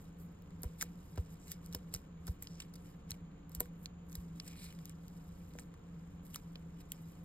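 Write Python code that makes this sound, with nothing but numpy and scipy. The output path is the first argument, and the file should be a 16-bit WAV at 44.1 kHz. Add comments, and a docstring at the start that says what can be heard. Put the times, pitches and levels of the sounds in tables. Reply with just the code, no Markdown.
"""Fingers press a scrap of sticky tape on a hard counter to pick up spilled plastic sequins, then peel at it.
Tape and sequins snap in bursts of micro-slips and rustle as dense tiny slips through the tape's resonances.
Fingertips thump and nails knock the counter, ringing its modes; edges scrape along it.
A fan hums through duct resonances in quiet room air, all heard by two close microphone ports
a fraction of a millisecond apart."""
import sys
import numpy as np
from scipy import signal
from scipy.fft import rfft, irfft, next_fast_len
from scipy.io import wavfile
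from scipy.ndimage import uniform_filter1d

SR = 44100
rng = np.random.default_rng(int(sys.argv[2]) if len(sys.argv) > 2 else 0)


def put_to_file(sound):
    """Save the sound as 16-bit audio at rate SR, in the file named by the first command-line argument."""
    columns = np.atleast_2d(sound).T  # one column per channel
    safe = np.clip(columns, -1, 1)
    whole_steps = np.round(safe * 32767)
    wavfile.write(sys.argv[1], SR, whole_steps.astype(np.int16))


N = 319284   # length in samples


def amp(db):
    """Turn dB into gain."""
    return 10 ** (np.asarray(db) / 20)


def rms_one(x):
    """Scale a sound to rms 1."""
    return x / np.sqrt(np.mean(x ** 2) + 1e-20)


def at_hz(points, hz):
    """Read a spectrum table on a log-frequency axis."""
    point_hz, values = np.array(points).T
    return np.interp(np.log(hz + 1), np.log(point_hz + 1), values)


def band(x, low_hz, high_hz, order=2):
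    """Causal band-pass."""
    edges = [low_hz, min(high_hz, .45 * SR)]
    return signal.sosfilt(signal.butter(order, edges, "band", fs=SR, output="sos"), x)


def resonate(x, hz, width_hz):
    """Two-pole resonance; a narrower one rings longer."""
    r = np.exp(-np.pi * width_hz / SR)
    return signal.lfilter([1, 0, -1], [1, -2 * r * np.cos(2 * np.pi * hz / SR), r * r], x)


def ports(x):
    """One sound as both ports hear it: phase and level differ between them, less so for long waves."""
    # Difference between the ports. Each row: frequency in Hz, left port's phase lead in radians,
    # left minus right in dB; both differences shrink below 250 Hz.
    port_difference = [(0, -0.5, -1.5), (423, 0.86, 1.2), (860, -1.5, -2), (1400, -0.5, 1.5),
                       (2250, 1.1, 0), (2600, 2.4, -1.5), (3700, 1.4, -1.5), (5090, 1.6, -2),
                       (6120, 3.5, -0.5), (8135, 6.5, 0.5), (17730, 19.5, -0.5)]
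    at, lead, tilt_db = np.transpose(port_difference)
    size = next_fast_len(N + 64)
    hz = np.arange(size // 2 + 1) * SR / size
    apart = np.clip(hz / 250, 0, 1)
    half_phase = .5 * apart * np.interp(hz, at, lead)
    half_gain = amp(.5 * apart * np.interp(hz, at, tilt_db))
    turn = np.exp(1j * half_phase) * half_gain
    spectrum = rfft(x, size)
    left = irfft(spectrum * turn, size)[:N]
    right = irfft(spectrum / turn, size)[:N]
    return np.array([left, right])


def hum():
    """The fan drives a few narrow duct resonances, steadier than free noise, and a thin hiss high up."""
    # Fan resonances. Each row: frequency in Hz, nominal width in Hz, rms level in dB.
    ducts = [(167.7, 10.6, -53), (186, 10.3, -63.5), (226.4, 31, -72.5), (287.6, 15, -68), (718, 19, -82.5),
             (6890, 330, -80.5)]
    steadiness = .25   # 0 free noise, 1 constant height
    rotor_hz, rotor_db = 28.7, -65.5   # the fan's turning, a steady low tone; rms level
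    lead_in = 8192   # samples dropped while the resonances build up
    out = 0
    white = rng.standard_normal((len(ducts), next_fast_len(N + lead_in)))
    for noise, (hz, width_hz, level_db) in zip(white, ducts):
        stage_width_hz = width_hz * 1.36   # two passes narrow the resonance
        tone = resonate(resonate(noise, hz, stage_width_hz), hz, stage_width_hz)
        height = np.abs(signal.hilbert(tone)) + 1e-9
        evened = tone / height ** steadiness
        out = out + amp(level_db) * rms_one(evened[lead_in:lead_in + N])
    rotor = np.sqrt(2) * np.sin(2 * np.pi * rotor_hz * np.arange(N) / SR)
    return out + amp(rotor_db) * rotor


def room_air():
    """Steady room noise: a part both ports share and a part each has alone."""
    # Colour of the room air. Each row: frequency in Hz, relative density in dB per Hz.
    air_colour = [(15, -35.5), (28, -17.5), (40, -14.5), (75, -5), (120, -13.5), (200, -17), (345, -23),
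                  (485, -21), (642, -31.5), (1080, -29), (1900, -40.5), (3400, -44.5), (5500, -56.5),
                  (9000, -74.5), (14000, -58.5), (16000, -94.5)]
    # Likeness of the room air at the two ports. Each row: frequency in Hz, shared share of power (0 to 1).
    likeness = [(15, .999), (110, 0.99), (170, 0.88), (350, .8), (700, 0.067), (1800, 0.61), (2800, 0.06),
                (4800, .2), (6000, 1), (17000, 1)]
    air_db = -56.5   # rms
    hz = np.arange(N // 2 + 1) * SR / N
    colour = amp(at_hz(air_colour, hz))
    alike = np.clip(at_hz(likeness, hz), 0, 1)
    white = rfft(rng.standard_normal((3, N)))
    shared = ports(irfft(white[0] * colour * np.sqrt(alike), N))
    alone = irfft(white[1:] * colour * np.sqrt(1 - alike), N)
    return amp(air_db) * rms_one(shared + alone)


def rubbing(hz):
    """Strength of all rubbing near one pitch: the fidgeting plus every rub, each swelling and fading."""
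    # Uneven fidgeting of skin and sleeve beneath the rubs. Each row: time in seconds, level at 7500 Hz in dB.
    fidgeting = [(0.0, -69), (0.15, -84.5), (0.43, -83.5), (1.12, -72.5), (1.4, -82), (2.0, -77.5),
                 (2.175, -101), (2.35, -92), (2.85, -78), (3.0, -90), (3.467, -104), (3.68, -89),
                 (4.08, -102), (4.2, -70), (4.335, -83), (4.79, -77), (4.95, -79.5), (5.07, -74),
                 (5.54, -73.5), (5.68, -87), (6.15, -78.5), (6.21, -103), (6.43, -75), (6.75, -82.5),
                 (7.11, -71), (7.24, -77.5)]
    # Rubs of tape on skin and counter. Each row: peak in seconds, peak level at 7500 Hz in dB,
    # ms to swell 10 dB, ms to fade 10 dB, tilt in dB per octave.
    rubs = [(0.2, -72.5, 13, 39, 23.5), (0.644, -66.5, 22, 65, -1), (0.821, -42.5, 14, 10.5, 7),
            (0.85, -68.5, 63, 49, -3), (1.18, -66.5, 22, 50, -3.5), (1.332, -66, 40, 21, 2.5),
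            (1.522, -59, 67, 28, 0), (1.656, -68, 39, 51, 1), (1.746, -61, 20, 36, -1),
            (1.948, -50.5, 14.5, 14.5, 2.5), (1.971, -69, 22, 52, 0), (2.276, -53, 4, 15, 3.5),
            (2.3, -66, 46, 46, 3), (2.434, -64.5, 26, 63, 1), (2.611, -62.5, 17, 31, -5),
            (2.749, -79, 25, 100, -1), (2.883, -68.5, 76, 55, 0.5), (3.106, -61, 12.5, 38, -1.5),
            (3.556, -61, 25.5, 31, 3.5), (3.609, -57.5, 9, 36, 0), (3.845, -70, 39, 16.5, 17),
            (4.111, -71, 28, 56, 15), (4.151, -62, 16, 43, 1.5), (4.37, -68, 24, 85, 2),
            (4.47, -63.5, 48, 94, -2.5), (4.645, -59.5, 75, 84, -1), (4.904, -69.5, 152, 32, -1),
            (5.592, -63, 35, 39, 1.5), (6.256, -68.5, 17, 60, 13), (6.357, -55.5, 30, 26, 2),
            (6.814, -62.5, 24, 5, -0.5), (6.929, -68, 33, 90, 1)]
    # softer fidgeting is duller: tilt in dB per octave for each dB below usual
    usual_db, tilt_per_db = -75.5, 0.641
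    t = np.arange(0, N + 128, 128) / SR
    octaves = np.log2(hz / 7500)
    fidget_db = np.interp(t, *np.transpose(fidgeting))
    fidget_db = fidget_db + tilt_per_db * (fidget_db - usual_db) * octaves
    s, peak_db, swell_ms, fade_ms, tilt_db = np.transpose(rubs)[:, :, None]
    ms = 1000 * (t - s)
    drop_db = 10 * np.where(ms < 0, -ms / swell_ms, ms / fade_ms)
    rub_db = peak_db + tilt_db * octaves - drop_db
    power = amp(fidget_db) ** 2 + np.sum(amp(rub_db) ** 2, axis=0)
    return np.interp(np.arange(N) / SR, t, np.sqrt(power))


def rustle():
    """Dense tiny slips in clumps a few milliseconds long ring the tape; sequins tick faintly among them."""
    # Resonances of the taut tape and skin under rubbing. Each row: frequency in Hz, width in Hz, relative dB.
    tape = [(2420, 700, 3.5), (2950, 250, 0.5), (3870, 480, -1.5), (5130, 450, 0), (6020, 3500, 4),
            (7040, 1900, 0.5), (10000, 4600, 0), (11500, 2600, 4.5), (14400, 1200, -0.5)]
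    grains_per_s, ticks_per_s = 9000, 260   # mean rates; dry ticks add a quarter as many again
    tick_db = -8.5   # dry ticks against the rubbing
    lowest_hz, highest_hz, sequin_width = 2500, 13300, 0.12   # sequin pitches; width as a share of pitch
    clumps = amp(1.9 * rms_one(band(rng.standard_normal(N), 18.0, 130)))
    sizes = amp(3.0 * np.minimum(rng.exponential(1, N), 4)) * rng.choice([-1, 1], N)
    grains = clumps * sizes * (rng.random(N) < grains_per_s / SR)
    dealt = rng.random((len(tape), N)) < .5   # each resonance gets about half of the grains
    out = 0
    for (hz, width_hz, own_db), mine in zip(tape, dealt):
        # contact shifts, each resonance flickers
        patch_db = 3.6 * rms_one(band(rng.standard_normal(N), 2.7, 27))
        ringing = rms_one(resonate(grains * mine, hz, width_hz))
        out = out + rubbing(hz) * amp(own_db - 12.5 + patch_db) * ringing
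    # dry ticks
    dry_hits = sizes * (rng.random(N) < ticks_per_s / 4 / SR)
    ticks = resonate(dry_hits, 900, 1500) * rng.standard_normal(N)
    out = out + amp(tick_db) * rubbing(7500) * rms_one(band(ticks, 3000, 15000))
    # ringing ticks, each at one of six pitches
    born = sizes * (rng.random(N) < ticks_per_s / SR)
    pitch = rng.integers(0, 6, N)
    for k, hz in enumerate(np.geomspace(lowest_hz, highest_hz, num=6)):
        ticks = born * (pitch == k) + 1e-18
        ringing = rms_one(resonate(ticks, hz, sequin_width * hz))
        out = out + amp(tick_db - 16.5) * rubbing(hz) * ringing
    # low-pass: the rustle stops near 16 kHz
    return signal.sosfilt(signal.cheby2(12, 40, 16150, fs=SR, output="sos"), out)


def snaps():
    """Each snap is a burst of uneven micro-slips that swells and dies fast; the piece that snaps colours it."""
    # Clear snaps of tape, nails and sequins. 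Each row: start in seconds, dull, body, crisp, edge and top
    # peak levels in dB, rings included, low ring in Hz, high ring in Hz, nominal length in ms.
    snap_rows = [(0.4212, -78, -78, -72, -75, -59, 4930, 14800, 1.5),
                 (0.5061, -64, -70, -68, -68, -66, 2000, 7100, 0.9),
                 (0.6207, -71.5, -79.0, -70, -66.5, -44, 930, 12730, 0.9),
                 (0.6322, -56, -61, -47.5, -42, -37, 5300, 12830, 1.5),
                 (0.6338, -60, -60, -54, -43, -41, 9000, 12790, 0.96),
                 (0.6425, -56, -74.5, -65, -56, -50, 1060, 14400, 2.6),
                 (0.8078, -64, -53, -65, -62.0, -58.0, 2340, 14810, 3),
                 (0.8111, -48, -40.5, -35.5, -32.5, -49, 2320, 5500, 2.2),
                 (0.818, -47, -43, -58, -30.5, -48, 2300, 14690, 0.8),
                 (0.824, -36.5, -47, -37.5, -35.5, -32.5, 1600, 6550, 3.2),
                 (1.158, -69, -80, -66.0, -57.5, -60, 2350, 8890, 4.3),
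                 (1.175, -51, -52, -55, -58, -65, 3300, 5300, 2.6),
                 (1.179, -48, -61, -56, -55.5, -56, 1060, 5000, 3),
                 (1.4805, -74, -76, -58, -50, -56, 2610, 13630, 2.9),
                 (1.5167, -60, -52, -41, -42.5, -37, 1940, 14880, 2.6),
                 (1.5238, -72, -67, -55, -51.5, -51, 1060, 11020, 2.7),
                 (1.661, -77, -77.5, -54.5, -51.5, -49.5, 930, 11500, 1.9),
                 (1.726, -62, -73.0, -50, -53, -53, 3450, 11780, 2.1),
                 (1.7328, -63, -75.0, -48.5, -51, -52, 1160, 5660, 1.6),
                 (1.7473, -46.5, -46.5, -37, -42.5, -34.5, 5200, 14500, 3.1),
                 (1.939, -58, -47, -39, -35, -35, 8300, 12900, 3.2),
                 (1.9478, -51.5, -67, -35, -40, -49, 1280, 5600, 1.55),
                 (1.9614, -62, -70.5, -48, -52, -50, 2220, 6120, 1.0),
                 (2.269, -64, -73, -51, -48, -41.5, 3010, 10720, 1.5),
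                 (2.2771, -50.5, -57, -50.5, -54, -51, 1070, 5400, 6.8),
                 (2.423, -59, -55, -55, -43.5, -40.5, 2160, 15000, 4),
                 (2.434, -77, -76.0, -59.5, -47, -52, 2220, 11820, 1.1),
                 (2.471, -57, -47.5, -44.5, -55, -81.0, 3000, 4800, 1.9),
                 (2.601, -55, -44.5, -43.5, -45, -54, 2820, 5260, 4.4),
                 (2.6187, -72, -51, -58, -53, -69, 3170, 7760, 5.4),
                 (2.737, -66, -75, -56, -55, -55, 1310, 9500, 5.9),
                 (2.7546, -69, -68, -56, -59, -55.5, 2330, 11500, 5.7),
                 (3.1068, -57, -58, -40, -41, -34.5, 7200, 10600, 1.4),
                 (3.1161, -55.5, -53, -38, -43, -55, 3080, 4300, 1.8),
                 (3.494, -68, -81.0, -64.5, -63, -55, 1405, 12680, 2.1),
                 (3.5176, -74, -77, -63, -61, -56.5, 1080, 13070, 1.8),
                 (3.5487, -69, -63, -48, -45, -37.5, 7000, 13700, 2.8),
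                 (3.6006, -54, -61, -51, -48, -34, 4600, 13000, 0.75),
                 (3.6046, -41.5, -42.5, -39.5, -30, -21.5, 9100, 13000, 0.9),
                 (3.656, -57, -63, -74, -63, -60, 1085, 11580, 3.6),
                 (3.858, -59, -45.5, -37, -46.5, -55, 2420, 4300, 0.99),
                 (4.097, -77, -78, -63, -60.5, -74.0, 970, 7750, 1.5),
                 (4.1268, -79, -65, -60, -52.5, -54, 3680, 6460, 4.1),
                 (4.153, -56.5, -60, -46, -46.5, -40.5, 7600, 11000, 3.2),
                 (4.399, -55, -45.5, -38, -49, -59, 2920, 4750, 2.0),
                 (4.477, -68, -56, -51, -48, -52, 4800, 8150, 6.1),
                 (4.556, -63, -60, -65, -68, -70, 2010, 4200, 2),
                 (4.642, -57, -66.5, -65.0, -49, -59, 2450, 8120, 1.3),
                 (4.704, -73.5, -62, -58.5, -62, -67.5, 3680, 4240, 2.3),
                 (4.725, -74, -57, -58, -58, -64.5, 2300, 9400, 1.9),
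                 (4.789, -61, -58.5, -59.0, -63, -65.5, 5000, 8500, 1.2),
                 (4.855, -71, -59, -49.5, -49.5, -45, 7060, 9800, 1.5),
                 (4.895, -72.0, -62, -53, -45.5, -58, 3060, 9800, 1.8),
                 (5.081, -72, -64, -55.5, -59, -57, 2990, 13260, 1.7),
                 (5.587, -49, -47, -48, -53, -63.0, 2200, 6100, 1.4),
                 (5.595, -64, -69, -60, -49, -56, 2450, 8750, 2.9),
                 (5.7404, -57.5, -64, -64.5, -62.5, -65, 1060, 6450, 0.74),
                 (6.341, -73, -66, -60, -55, -49, 2990, 11630, 2.7),
                 (6.3452, -55, -43, -60, -43, -46.0, 2950, 8040, 1.1),
                 (6.3584, -45, -51.5, -40, -41.5, -37, 1330, 6050, 1.85),
                 (6.555, -59, -48, -53, -67, -65, 2930, 4970, 3.4),
                 (6.9193, -68, -42.5, -45, -36.5, -30, 2900, 7700, 0.92)]
    # Bounds in Hz of the dull, body, crisp, edge and top bands.
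    edges_hz = (600, 1800, 3800, 6300, 10300, 16200)
    ring_db, ring_width, least_width_hz = 6, .11, 450   # against the band's crack; width as a share of pitch
    rise = .5   # exponent; small: a snap starts abruptly
    tail_db, tail_t60_s = -19, 0.04   # against the burst
    size = 2048
    out, t = np.zeros((2, N + size)), np.arange(size) / SR
    draws = rng.standard_normal((len(snap_rows), 2, size))
    places = .6 * rng.uniform(-1.6, 1, len(snap_rows))   # sideways lean of each snap
    for row, (noise, lumps), place in zip(snap_rows, draws, places):
        s, *levels_db, low_ring_hz, high_ring_hz, length_ms = row
        age = t / (max(length_ms - .6, .15) / 1000)
        burst = noise * age ** rise * np.exp(-1.7 * age + .5 * lumps)
        # nearby surfaces
        burst_rms = np.sqrt(np.mean(burst[age < 1] ** 2))
        tail = lumps * amp(tail_db - 60 * t / tail_t60_s) * burst_rms
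        # the counter mirrors the snap a fraction of a millisecond later
        lag = round((0.5 + 0.37 * place) * SR / 1000)
        burst[lag:] += amp(-17.5) * burst[:-lag].copy()
        sound = 0
        for low_hz, high_hz, level_db in zip(edges_hz, edges_hz[1:], levels_db):
            crack = rms_one(band(burst + tail, low_hz, high_hz, order=3))
            for ring_hz in (low_ring_hz, high_ring_hz):
                if low_hz <= ring_hz < high_hz:
                    width_hz = max(ring_width * ring_hz, least_width_hz)
                    crack = crack + amp(ring_db) * rms_one(resonate(crack, ring_hz, width_hz))
            loudest = np.sqrt(uniform_filter1d(crack ** 2, size=32).max())
            sound = sound + amp(level_db) * crack / loudest
        out[:, round(s * SR):][:, :size] += [sound, place * sound]
    return out[:, :N]


def knocks():
    """A knock strikes every counter mode with its own strength; the slab spreads it, the low part arrives last."""
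    # Nail knocks on the counter. Each row: start in seconds, relative level in dB,
    # hardness in dB per octave above 500 Hz.
    knock_rows = np.array([(0.6369, -46, 1.5), (0.823, -50.5, 9), (1.1751, -42.5, -3.5),
                           (1.7461, -45, -3.5), (1.9385, -50, -3), (2.2789, -49, 3), (3.6036, -39, 5),
                           (5.5515, -50, 0), (5.5845, -62, 9)])
    # Counter modes. Each row: frequency in Hz, relative level in dB, time to fall 60 dB in seconds.
    modes = [(290, 9.5, 0.044), (398.5, 5, 0.084), (485, 4, 0.15), (590, 7, 0.033), (727, -0.5, 0.063),
             (967, -1, 0.059), (1352, -3.5, 0.02), (2075, -10, 0.016)]
    travel_ms = 2.4   # a 500 Hz bending wave needs this long to arrive; higher ones are faster
    s, knock_db, hardness_db = knock_rows.T
    starts = np.round(s * SR).astype(int)
    out = np.zeros(N)
    luck_db = rng.normal(0, 1.5, (len(knock_rows), len(modes)))
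    for (hz, level_db, t60), own_db in zip(modes, luck_db.T):
        clicks = np.zeros(N) + 1e-18
        clicks[starts] = amp(knock_db + hardness_db * np.log2(hz / 500) + level_db + own_db - 9.0)
        r, w = amp(-60 / (t60 * SR)), 2 * np.pi * hz / SR
        out += signal.lfilter([0, np.sin(w)], [1, -2 * r * np.cos(w), r * r], clicks)
    hz = np.arange(N // 2 + 1) * SR / N
    travel = np.exp(-4j * np.pi * travel_ms / 1000 * np.sqrt(500 * hz))
    return irfft(rfft(out) * travel, N)


def thumps():
    """Bending waves in the slab spread out: the high part comes first, the pitch sinks to a last deep swing."""
    # Fingertip thumps travelling through the counter. Each row: time of fullest swell in seconds,
    # swell level in dB, pitch at that time in Hz, share of cycles lost per ms (up to 25 ms), lead-in in ms.
    thump_rows = [(0.66, -31, 66, 0.0032, 4.7), (1.198, -29, 78.6, 0.0088, 13),
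                  (1.763, -41, 80, 0.0028, 15), (1.96, -41, 76.4, 0.027, 18), (2.299, -30, 77, 0.0073, 7.2),
                  (3.116, -45, 88, 0.0055, 5.1), (3.586, -37, 66.6, 0.0027, 9.4),
                  (4.185, -37.5, 64.7, 0.0037, 7.2)]
    size = 4800
    out = np.zeros(N)
    for s, level_db, hz, fall, lead_ms in thump_rows:
        first = round((s - .05) * SR)
        ms = 1000 * (np.arange(first, first + size) / SR - s)
        cycles = hz * (ms - fall * ms * np.minimum(ms, 25)) / 1000
        swell = np.exp(-(ms / np.where(ms < 0, lead_ms, 14.0)) ** 2)
        out[first:first + size] -= amp(level_db) * swell * np.sin(2 * np.pi * cycles)
    return out


def scrapes():
    """An edge drags over the grain of the counter: uneven slips into one resonance, swelling and fading."""
    # Short scrapes of tape edge and nail on the counter. Each row: start in seconds, end in seconds,
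    # frequency in Hz, width in Hz, level in dB.
    scrape_rows = [(1.393, 1.515, 7200, 1200, -67), (2.475, 2.598, 5400, 1600, -67),
                   (2.81, 2.855, 9900, 350, -75), (4.442, 4.47, 8300, 2500, -67),
                   (4.503, 4.535, 4800, 5000, -63.5), (4.5, 4.725, 2400, 210, -68),
                   (4.565, 4.7, 4100, 660, -63), (4.56, 4.694, 9600, 1800, -62.5)]
    slips_per_s, longest = 3000, 12288   # mean rate; longest scrape in samples
    out = np.zeros(N)
    shape = (len(scrape_rows), longest)
    draws = rng.standard_normal(shape) * (rng.random(shape) < slips_per_s / SR)
    for (start, end, hz, width_hz, level_db), noise in zip(scrape_rows, draws):
        size = min(round((end - start) * SR), longest)
        slips = noise[:size] * np.abs(noise[:size]) ** 0.46   # widens the spread of slip sizes
        swell = np.hanning(size) ** 0.16
        out[round(start * SR):][:size] += amp(level_db) * swell * rms_one(resonate(slips, hz, width_hz))
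    return out


def scene():
    """Everything near the ports, over the room air; the hand shades the upper middle of each snap to one side."""
    snap, lean = snaps()
    near = ports(snap + thumps() + knocks() + rustle() + scrapes() + hum())
    shading = ports(band(lean, 1500, 3100)) * [[1], [-1]]   # opposite sign at the two ports
    return near + shading + room_air()


def record(dry):
    """Low-pass the whole sound: it fades above about 16 kHz and stops by 17.4 kHz."""
    soft = signal.sosfilt(signal.butter(12, 16600, fs=SR, output="sos"), dry)
    return signal.sosfilt(signal.cheby2(12, 70, 17400, fs=SR, output="sos"), soft)


dry = scene()
out = record(dry)
put_to_file(out)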